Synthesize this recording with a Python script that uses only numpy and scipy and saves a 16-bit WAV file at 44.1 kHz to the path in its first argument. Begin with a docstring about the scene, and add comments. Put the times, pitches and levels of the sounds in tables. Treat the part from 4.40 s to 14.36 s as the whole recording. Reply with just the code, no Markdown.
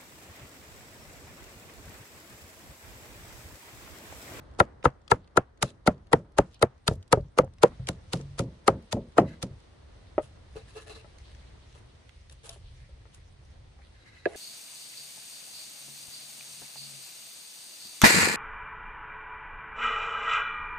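"""Outdoors, at a thick tree-trunk block, a heavy steel cleaver chops brittle cooked food four times a second.
Each stroke cracks onto the wood and scatters crackling debris; the impact excites the damped
normal modes of blade and block, and the trunk thumps and rumbles. Then the heap is scraped together and
tipped into a stone mortar, both heard as friction noise, and the pestle knocks the bowl into vibration.
Far rumble and air hiss lie below."""
import sys
import numpy as np
from scipy import signal
from scipy.fft import rfft, irfft
from scipy.io import wavfile

SR = 44100
rng = np.random.default_rng(int(sys.argv[2]) if len(sys.argv) > 2 else 0)


def transcribe(signal):
    """Save signal, clipped to [-1, 1], as a 16-bit WAV file at the path in sys.argv[1]."""
    frames = np.atleast_2d(signal).T
    limited = np.clip(frames, -1, 1)
    pcm = np.round(limited * 32767).astype(np.int16)
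    wavfile.write(sys.argv[1], SR, pcm)


N = 439233


def amp(db):
    """Amplitude ratio of a level: a factor of ten per 20 dB."""
    return 10 ** (np.asarray(db) / 20)


def in_time(rows):
    """Linear interpolation of each level column at every sample."""
    times_s, *columns = np.transpose(rows)
    return [np.interp(np.arange(N) / SR, times_s, column) for column in columns]


def drift(rate_hz):
    """Slow random modulation: interpolated Gaussian values with a spread near 1."""
    knots = rng.standard_normal(int(N / SR * 60) + 2)
    return np.interp(np.arange(N) * rate_hz / SR, np.arange(len(knots)), knots) * 1.2


def coloured(source, spectrum):
    """Spectral shaping by a curve of level against log frequency; rms 1."""
    hz = np.arange(1, N // 2 + 2) * SR / N
    knots_hz, density_db = np.transpose(spectrum)
    gain = amp(np.interp(np.log(hz), np.log(knots_hz), density_db, -90, -90))
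    out = irfft(rfft(source) * gain, N)
    return out / np.sqrt(np.mean(out ** 2))


def noise(coherence):
    """Partially coherent white noise in two channels."""
    mid, side = rng.standard_normal((2, N))
    return np.sqrt(1 + coherence) * mid + np.sqrt(1 - coherence) * side * [[1], [-1]]


def grains(per_s, spread_db, coherence):
    """Shot noise: random snaps of uneven size over a floor of white noise."""
    sizes = amp(spread_db * np.minimum(rng.exponential(1, N), 4))
    occurs = rng.random(N) < per_s / SR
    return (sizes * occurs + 0.37) * noise(coherence)


def add(track, sound, start_s):
    """Superposition of a short stereo sound on a track."""
    at = int(start_s * SR)
    track[:, at:at + sound.shape[1]] += sound[:, :N - at]


def swell(peak_s, level_db, rise_s, fall_s):
    """Exponential growth up to a moment and exponential decay after it."""
    t = np.arange(N) / SR - peak_s
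    return amp(level_db) * np.exp(np.where(t < 0, t / rise_s, -t / fall_s).clip(-40))


def held(rows, attack_s=0.014, release_s=0.023):
    """Linear attack, hold and exponential release: one envelope per level column."""
    t, out = np.arange(N) / SR, 0
    for start_s, held_s, *levels_db in rows:
        attack = np.clip((t - start_s) / attack_s, 0, 1)
        release = np.exp(-np.clip(t - start_s - held_s, 0, 1) / release_s)
        out = out + np.outer(amp(levels_db), attack * release)
    return out


def struck(modes, contact_s, rattle, rattle_s, t60_scale=1.0, detune=0.033, size=int(0.4 * SR)):
    """Modal response to a blow and its dying rattle, low-passed by the contact time; mono peak 1."""
    t = np.arange(size) / SR
    rattle_shape = t / rattle_s * np.exp(1 - t / rattle_s)
    jolts = (t == 0) + rattle / np.sqrt(rattle_s * SR) * rng.standard_normal(size) * rattle_shape
    force = signal.lfilter(np.hanning(int(contact_s * SR) + 3), [1], jolts)
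    out = np.zeros((2, size))
    for hz, level_db, t60_s, pan_db, lead_rad in modes:
        pitch_luck, level_luck, phase_luck = rng.standard_normal(3)   # no two blows are alike
        decay = amp(-60 / (t60_s * t60_scale * SR))
        pole = decay * np.exp(2j * np.pi * hz * (1 + detune * pitch_luck) / SR)
        ring = signal.lfilter([1, -1], [1, -pole], force) / abs(1 - pole)   # a steady push is silent
        phase_rad = lead_rad + phase_luck * (hz / 1400) ** 2   # higher modes differ more between sides
        left = amp(pan_db / 2) * np.exp(0.5j * phase_rad)
        out += np.imag(amp(level_db + 2 * level_luck) * ring * [[left], [1 / left]])
    return out / np.max(np.abs(out.mean(0)))


def favour(modes, favoured_hz, db_per_octave):
    """The point of impact weights the modes: levels fall away on both sides of one pitch."""
    return [(hz, level_db - db_per_octave * abs(np.log2(hz / favoured_hz)), *rest)
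            for hz, level_db, *rest in modes]


def band_filtered(peaks, source, wander_db=4):
    """Parallel two-pole band-pass filters whose levels wander independently; rms 1."""
    out = 0
    for hz, width_hz, level_db in peaks:
        radius = np.exp(-np.pi * width_hz / SR)
        poles = [1, -2 * radius * np.cos(2 * np.pi * hz / SR), radius ** 2]
        response = (1 - radius ** 2) * signal.lfilter([1, 0, -1], poles, source)
        out = out + amp(level_db + wander_db * drift(35)) * response
    return out / np.sqrt(np.mean(out ** 2))


# Background level curves: time_s, rumble_db, murmur_db, hiss_db
AIR_LEVELS = [(0.0, -48.5, -53.5, -69), (0.64, -59.5, -62.5, -75.5), (3.15, -55.5, -67, -72.5),
              (3.35, -49, -60.5, -63.5), (5.0, -56, -63, -65), (5.3, -54, -60, -65),
              (6.7, -52.5, -60.5, -60.5), (7.65, -54.5, -61.5, -63.5), (7.75, -49, -66, -64),
              (9.96, -53.5, -63, -65)]
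# Spectra of the three background noises: frequency_hz, density_db
RUMBLE_SPECTRUM = [(12, -44.5), (20, -15), (41, -10), (65, -4), (124, -13.5), (178, -27), (200, -26),
                   (260, -64.5), (440, -120)]
MURMUR_SPECTRUM = [(88, -48.5), (150, -3.5), (539, -7), (634, -9), (814, -11), (1090, -13), (1350, -14.5),
                   (2000, -20), (2600, -40.5), (4400, -120)]
HISS_SPECTRUM = [(880, -37), (1500, -3), (1910, 6), (2820, 5), (4310, 4), (6600, -3), (7150, -9),
                 (8390, -2), (11000, -15.5), (12500, -52), (16200, -90), (22000, -120)]
def air():
    """Amplitude-modulated ambient noise: lumpy far rumble, a soft murmur of air and hiss."""
    rumble_db, murmur_db, hiss_db = in_time(AIR_LEVELS)
    rumble = amp(rumble_db + 2.0 * drift(2.3)) * coloured(noise(0.98), RUMBLE_SPECTRUM)
    murmur = amp(murmur_db + 0.94 * drift(37)) * coloured(noise(0.056), MURMUR_SPECTRUM)
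    hiss = amp(hiss_db - 3.5 + 0.84 * drift(8.6)) * coloured(noise(0.0083), HISS_SPECTRUM)
    return rumble + murmur + hiss


# Brief spells of a faint band of noise: start_s, held_s, level_db
BAND_SPELLS = [(4.845, 0.093, -60), (9.54, 0.096, -63), (9.65, 0.32, -58)]
# Its spectral peaks: centre_hz, width_hz, level_db
BAND_PEAKS = [(1700, 200, 0), (2020, 110, 6), (2600, 250, -6), (3880, 200, -3)]
def faint_band():
    """Band-pass filtering: a brief faint band of noise near 2 kHz."""
    envelope, = held(BAND_SPELLS)
    return envelope * band_filtered(BAND_PEAKS, noise(0.18))


def rustle(patch_db=3.5):
    """Shot noise of moist food shifting under hand and blade, in patches, following the hiss level."""
    hiss_db = in_time(AIR_LEVELS)[2]
    shifting = coloured(grains(500, 4.0, 0.3), HISS_SPECTRUM)
    shared_drift, out = drift(7), 0
    for band_hz in [(1200, 2600), (2600, 5000), (5000, 8000), (8000, 12000)]:
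        band = signal.sosfilt(signal.butter(2, band_hz, "band", fs=SR, output="sos"), shifting)
        out = out + amp(patch_db * (shared_drift + 0.8 * drift(26))) * band
    return amp(hiss_db - 1 - patch_db) * out


# Crumbs that snap or land: time_s, peak_db, pitch_hz, pan_db
CRUMB_SNAPS = [(0.43, -43, 2600, -2), (0.681, -39.5, 2400, 6), (0.68, -67, 6940, -6),
               (0.8775, -57, 4820, -0.5), (1.3053, -48, 4500, -5), (1.672, -59, 4840, 3),
               (2.124, -64, 4000, 1.5), (2.146, -50, 5800, 0.5), (2.196, -56.5, 4200, 0),
               (2.537, -51, 7000, 0), (2.557, -57, 9200, -2), (2.629, -52, 5940, 3), (2.68, -55, 7470, -3),
               (4.007, -37, 4960, 2), (4.799, -42, 3500, 4), (3.186, -51.5, 2580, -0.5),
               (3.473, -33, 3980, -1.5), (3.774, -46, 6550, 0), (3.814, -47.5, 3980, -2.5),
               (6.7864, -48.5, 4280, -2), (6.9502, -50, 3080, -1), (7.6945, -46, 1800, -7.5),
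               (7.899, -46, 4240, 0), (7.926, -49, 9520, 10.5), (8.0353, -55, 5940, -3),
               (8.095, -33, 6540, 2), (8.748, -51, 9350, 2.5)]
def crumbs(strays_per_s=6, chopping_s=5.3):
    """Heavily damped vibration: each crumb rattles and rings a few cycles around its pitch."""
    out = np.zeros((2, N))
    luck = rng.random((int(strays_per_s * chopping_s), 4))   # faint strays fall during the chopping
    strays = [(chopping_s * when, -66 + 8 * loud, 3000 * 3 ** high, 12 * side - 6)
              for when, loud, high, side in luck]
    for time_s, peak_db, hz, pan_db in CRUMB_SNAPS + strays:
        modes = [(min(ratio * hz, 11000), -3, 12 / hz, pan_db, 0) for ratio in (0.5, 0.75, 1, 1.4, 1.9)]
        snap = struck(modes, 0.00005, 10.89, 0.0016, size=1800)
        add(out, amp(peak_db) * snap, max(time_s - 0.003, 0))
    return out


# High, middle and low modes of the block: pitch_hz, level_db, base_t60_s, pan_db, left_lead_rad
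KNOCK_MODES = [(943.7, -6, 0.13, 4.5, 0.8), (898, -8, 0.11, 8, 2), (1140, -8, 0.013, 9, 2),
               (1290, 2, 0.11, 8.5, -1.34), (1467, -13.5, 0.0044, 11, 10), (1612, -17, 0.036, 1.5, -1.94),
               (1797, -2.5, 0.072, 19, 1.5), (2570, -16.5, .03, 7.5, 7)]
BODY_MODES = [(330, -7, 0.063, -1.5, 0.24), (436.2, -1, 0.092, -0.5, 0.27), (451, 1.5, 0.047, -3.5, 0.16),
              (534.1, 0, 0.11, -1, 0.28), (606, -2, 0.11, 4.5, 0.16), (670, -2, .09, 1, .3),
              (800, -8, 0.11, 6.5, 0.41)]
THUMP_MODES = [(54.7, -9, 0.07, 0.003, .2), (102.6, -0.5, 0.063, 0.0043, 0.15),
               (129.34, -4.5, 0.19, 0.0047, 0.15), (165.2, 3.5, 0.068, 0.0017, 0.13),
               (245.3, -3.5, 0.045, 0.0062, 0.18)]
KNOCK_T60_SCALE = 0.22   # the blade on the wood damps the high modes
# Rebounds and taps on the wood: start_s, body_db, favoured_body_hz, knock_db, thump_db
BLOCK_TAPS = [(2.512, -21, 530, -45, -21.5), (2.773, -19.5, 500, -52, -22.5), (3.034, -27, 500, -53, -30.5),
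              (3.396, -49, 500, -56, -27), (3.8, -39.5, 500, -49.5, -44.5), (4.567, -25.5, 500, -51, -32.5),
              (4.817, -21, 500, -43, -47), (5.107, -69.5, 500, -70, -34), (5.7801, -11, 500, -25, -38),
              (6.157, -36.5, 450, -60.5, -43.5), (6.231, -61.5, 450, -69.5, -45),
              (6.645, -44.5, 750, -49.5, -49), (7.356, -52.5, 500, -54.5, -52.5),
              (8.088, -48, 500, -53, -62), (8.16, -47.5, 500, -58, -63), (8.492, -52.5, 500, -64, -59.5),
              (8.654, -51.5, 500, -52, -59), (9.389, -55, 808, -56, -63.5)]
def block_taps():
    """Light impacts excite the normal modes of the block."""
    out = np.zeros((2, N))
    for start_s, body_db, body_hz, knock_db, thump_db in BLOCK_TAPS:
        knock = struck(KNOCK_MODES, 0.00038, 0.49, 0.0061, KNOCK_T60_SCALE)
        body = struck(favour(BODY_MODES, body_hz, 23), 0.0014, 0.81, 0.0045, t60_scale=0.7)
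        thump = struck(THUMP_MODES, 0.0089, 0.46, 0.022, t60_scale=0.98)
        add(out, amp(knock_db) * knock + amp(body_db) * body + amp(thump_db) * thump, start_s)
    return out


# Drags of blade and food, and the heap tipped out: start_s, held_s, grit_db, blade_db, wood_db
DRAGS = [(1.24, 0.061, -65.5, -59, -68.5), (5.81, 0.035, -55.5, -69, -55), (6.15, 0.031, -63, -55.5, -49),
         (6.27, 0.16, -64, -64, -81.5), (6.348, 0.041, -67, -55, -46.5), (6.46, 0.042, -63, -57, -48.5),
         (6.495, 0.013, -59, -51.5, -49), (6.545, 0.034, -61, -49, -50), (7.342, 0.02, -60.5, -63, -64),
         (7.9, 0.03, -62.5, -81, -63.5), (8.03, 0.11, -55, -78.5, -59), (8.73, 0.013, -56.5, -74, -76.5),
         (9.875, .09, -59.5, -67, -46.5)]
# Spectrum of the direct friction sound: frequency_hz, density_db
GRIT_SPECTRUM = [(530, -29), (900, -5), (1630, -5.5), (1970, -19), (2680, -3), (4960, -12), (10500, -7),
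                 (12500, -51), (16200, -57), (22000, -120)]
# Resonances of rubbed steel: pitch_hz, width_hz, level_db
BLADE_RESONANCES = [(1710, 90, 4), (2070, 100, -3), (2650, 150, 3), (3500, 150, -3), (3950, 200, 1),
                    (1220, 200, 0)]
def scraping():
    """Stick-slip friction radiates directly and drives the blade and the block's middle modes."""
    grit_gain, blade_gain, wood_gain = held(DRAGS)
    wood_resonances = [(hz, 0.51 / t60_s, level_db) for hz, level_db, t60_s, *_ in BODY_MODES]
    catching = amp(2.5 * drift(70))   # the edge catches and slips
    friction = grains(500, 4.5, 0.2)
    grit = coloured(grains(900, 4.0, 0.15), GRIT_SPECTRUM)
    blade = band_filtered(BLADE_RESONANCES, friction)   # resonances come and go as the edge tilts
    wood = band_filtered(wood_resonances, grains(970, 2.2, 0.56), wander_db=4.5)
    return catching * (grit_gain * grit + blade_gain * blade + wood_gain * wood)


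# Knocks of the pestle: time_s, level_db
PESTLE_KNOCKS = [(9.857, -14), (9.948, -40)]
# Modes of the stone mortar: pitch_hz, level_db, base_t60_s, pan_db, left_lead_rad
MORTAR_MODES = [(377, 8, 0.11, -2.5, 7), (500, -11.5, 0.055, 15.5, 5.5), (700, 8.5, 0.022, 1.5, 14),
                (1664, 7, 0.063, -7.5, 0), (1970, -6.5, 0.022, 21.5, 6.5), (2560, -3, 0.058, -3, 16.5),
                (3900, -17, 0.019, -6, -13), (4500, -14.5, 0.06, -11.5, 7)]
def pestle():
    """Hard impact on stone: a brief contact excites the high modes, and the bowl's low modes follow."""
    out = np.zeros((2, N))
    for time_s, level_db in PESTLE_KNOCKS:
        click = struck(MORTAR_MODES[3:], 0.00014, 0.3, 0.002, t60_scale=0.42, detune=0.01)
        bowl = struck(MORTAR_MODES[:3], 0.00036, 1.14, 0.0044, t60_scale=0.76, detune=0.0086)
        add(out, amp(level_db - 4.5) * click, time_s - 0.001)
        add(out, amp(level_db) * bowl, time_s + 0.00272)
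    return out


def lingering_mode(start_s=3.745, peak_db=-33.5, pitch_hz=140, t60_s=0.9):
    """Free decay: one stroke leaves a lightly damped low mode ringing."""
    out = np.zeros((2, N))
    tone = struck([(pitch_hz, 0, t60_s, 0, 0)], 0.002, 0.34, 0.0062, detune=0)
    add(out, amp(peak_db) * tone, start_s)
    return out


# Cleaver strokes: time_s, favoured_steel_hz, bite_db, crack_db, knock_db, favoured_knock_hz, body_db,
# favoured_body_hz, thump_db, rumble_db, lead_in_db, debris_db, debris_decay_s
STROKES = [(0.2008, 4000, -22, -21, -5, 1280, -10.5, 477, -16, -44.5, -34, -41, 0.013),
           (0.4535, 3530, -20, -31.5, -4.5, 1310, -10.5, 432, -15.5, -56, -35, -41, 0.011),
           (0.7154, 6500, -33, -21.5, -5.5, 1283, -14, 474, -18, -42, -31.5, -47, 0.023),
           (0.972, 7840, -27.5, -21.5, -6.5, 1263, -9.5, 315, -18.5, -59, -44, -46.5, 0.014),
           (1.227, 7250, -34.5, -15.5, -15, 1371, -22.5, 550, -20.5, -40.5, -35, -37.5, 0.022),
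           (1.4743, 3960, -22.5, -20, -7, 1255, -6, 376, -15, -36.5, -32, -47, 0.018),
           (1.731, 4350, -27.5, -20, -5, 860, -5.5, 440, -17, -33.5, -40.5, -46, 0.025),
           (1.9849, 6500, -32, -21.5, -7, 860, -8, 415, -15.5, -40, -38, -57, 0.067),
           (2.2258, 3810, -23.5, -19, -11, 1200, -8, 400, -19, -57, -38.5, -47, 0.013),
           (2.4792, 4300, -37, -16, -15, 1240, -20, 437, -16.5, -38, -37, -41.5, 0.023),
           (2.7273, 5000, -29.5, -14.5, -6.5, 900, -7, 461, -14.5, -36.5, -36, -47.5, 0.024),
           (2.9864, 6400, -20.5, -20.5, -7.5, 920, -6, 368, -19, -40, -35.5, -43.5, 0.012),
           (3.233, 3040, -42.5, -18, -7.5, 998, -2.5, 520, -20.5, -37.5, -30.5, -40, 0.016),
           (3.4882, 3320, -36, -24.5, -31, 1400, -23, 430, -24.5, -41.5, -39.5, -47, 0.021),
           (3.7338, 3880, -45, -23, -23.5, 1310, -23, 487, -23, -35, -37.5, -52, 0.05),
           (3.9926, 5840, -39, -26.5, -25, 1200, -21.5, 417, -19, -29.5, -36, -47.5, 0.019),
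           (4.2791, 3800, -36.5, -18, -6.5, 1280, -5, 533, -37, -26.5, -36.5, -41, 0.017),
           (4.527, 5460, -55.5, -24, -27.5, 960, -22, 626, -28, -28, -34.5, -41.5, .015),
           (4.781, 3900, -26.5, -29, -9.5, 1290, -1.5, 620, -26.5, -22.5, -43, -48.5, 0.02),
           (5.028, 4040, -47, -27, -37, 1260, -28, 440, -25, -38.5, -42, -38, 0.011)]
# Modes of the struck cleaver: pitch_hz, level_db
STEEL_MODES = [(3050, -4.5), (3820, 2.5), (4400, -2), (5030, -9), (6400, 0), (7300, -1.5), (8040, -1),
               (10300, -2)]
def cleaver_impacts(steel_t60_s=0.018):
    """Impact excitation: a soft first bite, the steel's ring, then the block from its high modes down."""
    out = np.zeros((2, N))
    steel_modes = [(hz, level_db, steel_t60_s, 0, 0) for hz, level_db in STEEL_MODES]
    for stroke in STROKES:
        time_s, steel_hz, bite_db, crack_db, knock_db, knock_hz, body_db, body_hz, thump_db = stroke[:9]
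        knock_modes = favour(KNOCK_MODES * 2, knock_hz, 8.5)   # each mode twice, detuned at random
        body_modes = favour(BODY_MODES * 2, body_hz, 15.5)
        steel = struck(favour(steel_modes, steel_hz, 13), 0.00005, 2.2, 0.00017, size=3000)
        bite = struck(KNOCK_MODES[:4] + BODY_MODES, 0.0009, 1.1, 0.0089, KNOCK_T60_SCALE)
        knock = struck(knock_modes, 0.00049, 0.66, 0.0011, KNOCK_T60_SCALE, detune=0.051)
        body = struck(body_modes, 0.0012, 1.1, 0.0039, t60_scale=0.5, detune=0.07)
        thump = struck(THUMP_MODES, 0.0041, 0.43, 0.0065, t60_scale=0.5 + 0.1 * time_s)
        add(out, amp(bite_db) * bite, time_s - 0.0095)
        add(out, amp(crack_db - 4) * steel, time_s)
        add(out, amp(knock_db) * knock, time_s + 0.001693)
        add(out, amp(body_db) * body, time_s + 0.0034)
        add(out, amp(thump_db) * thump, time_s + 0.0066)
    return out


# Spectra of debris and lead-in, edge on wood, weak block modes, trunk rumble: frequency_hz, density_db
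GRAIN_SPECTRUM = [(710, -27.5), (1200, -7), (1590, -16), (2360, -12.5), (6740, -14.5), (10500, -22.5),
                  (12500, -51), (16200, -78.5), (22000, -120)]
CRACK_SPECTRUM = [(880, -27.5), (1500, -10), (2690, -11.5), (3270, -10), (4350, -9), (5780, -20),
                  (7340, -14), (8840, -21.5), (10400, -11), (11500, -22), (12500, -46.5), (16200, -66),
                  (22000, -120)]
TAIL_SPECTRUM = [(200, -31.5), (350, -1), (700, 0.5), (1300, -3), (2000, -13), (3200, -23.5), (5000, -59)]
TRUNK_SPECTRUM = [(35, -32.5), (60, -0.5), (174, 3.5), (294, -6), (518, -9.5), (669, -14.5), (755, -34.5),
                  (887, -22), (1500, -49.5), (1950, -73.5), (3300, -120)]
def cleaver_noise(lead_in_s=0.018):
    """Impact transients: crack, debris and rumble; modal overlap blurs weak modes into a dull tail."""
    t = np.arange(N) / SR
    lead_in = crack = debris = tail = settling = rumble = 0   # envelopes
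    for time_s, _, _, crack_db, knock_db, _, body_db, *rest in STROKES:
        rumble_db, lead_in_db, debris_db, debris_s = rest[2:]
        fade_in = np.clip((t - time_s + lead_in_s) / 0.011, 0, 1)
        tail_db = max(knock_db, body_db) - 21.5
        # short grainy noise swells just before each crack
        lead_in += fade_in * swell(time_s, lead_in_db, 0.011, 0.00045)
        crack += swell(time_s + 0.00043, crack_db, 0.0017, 0.0015)
        debris += swell(time_s + 0.0012, debris_db, 0.00063, debris_s)
        tail += swell(time_s + 0.0035, tail_db, 0.0057, 0.014)
        settling += swell(time_s + 0.012, tail_db - 23.5, 0.006, 0.044)   # the heap hops and settles
        rumble += swell(time_s + 0.021, rumble_db + 1, 0.0046, 0.043)
    grainy = lead_in * coloured(grains(3000, 3.0, 0.2), GRAIN_SPECTRUM)
    crackle = amp(3 * drift(40)) * coloured(grains(700, 4.5, 0.2), GRAIN_SPECTRUM)
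    rattles = amp(4 * drift(55)) * coloured(grains(500, 3.5, 0.3), TAIL_SPECTRUM)
    food = debris * crackle + settling * rattles
    wood = tail * coloured(noise(0.24), TAIL_SPECTRUM)
    edge = crack * coloured(noise(0.028), CRACK_SPECTRUM)
    trunk = rumble * coloured(noise(1.0), TRUNK_SPECTRUM)
    return grainy + food + wood + edge + trunk


def scene():
    """Linear superposition of all sources."""
    chopping = cleaver_impacts() + cleaver_noise() + block_taps() + lingering_mode() + crumbs()
    return chopping + pestle() + scraping() + faint_band() + rustle() + air()


def record(dry):
    """Band limiting and soft saturation: the deepest bass and the top are cut, loud peaks are rounded."""
    dry = signal.sosfilt(signal.butter(2, 22, "high", fs=SR, output="sos"), dry)
    rounded = dry / (1 + (dry / 0.96) ** 4) ** 0.25
    return signal.sosfilt(signal.cheby2(12, 70, 13200, fs=SR, output="sos"), rounded)


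dry = scene()
out = record(dry)
transcribe(out)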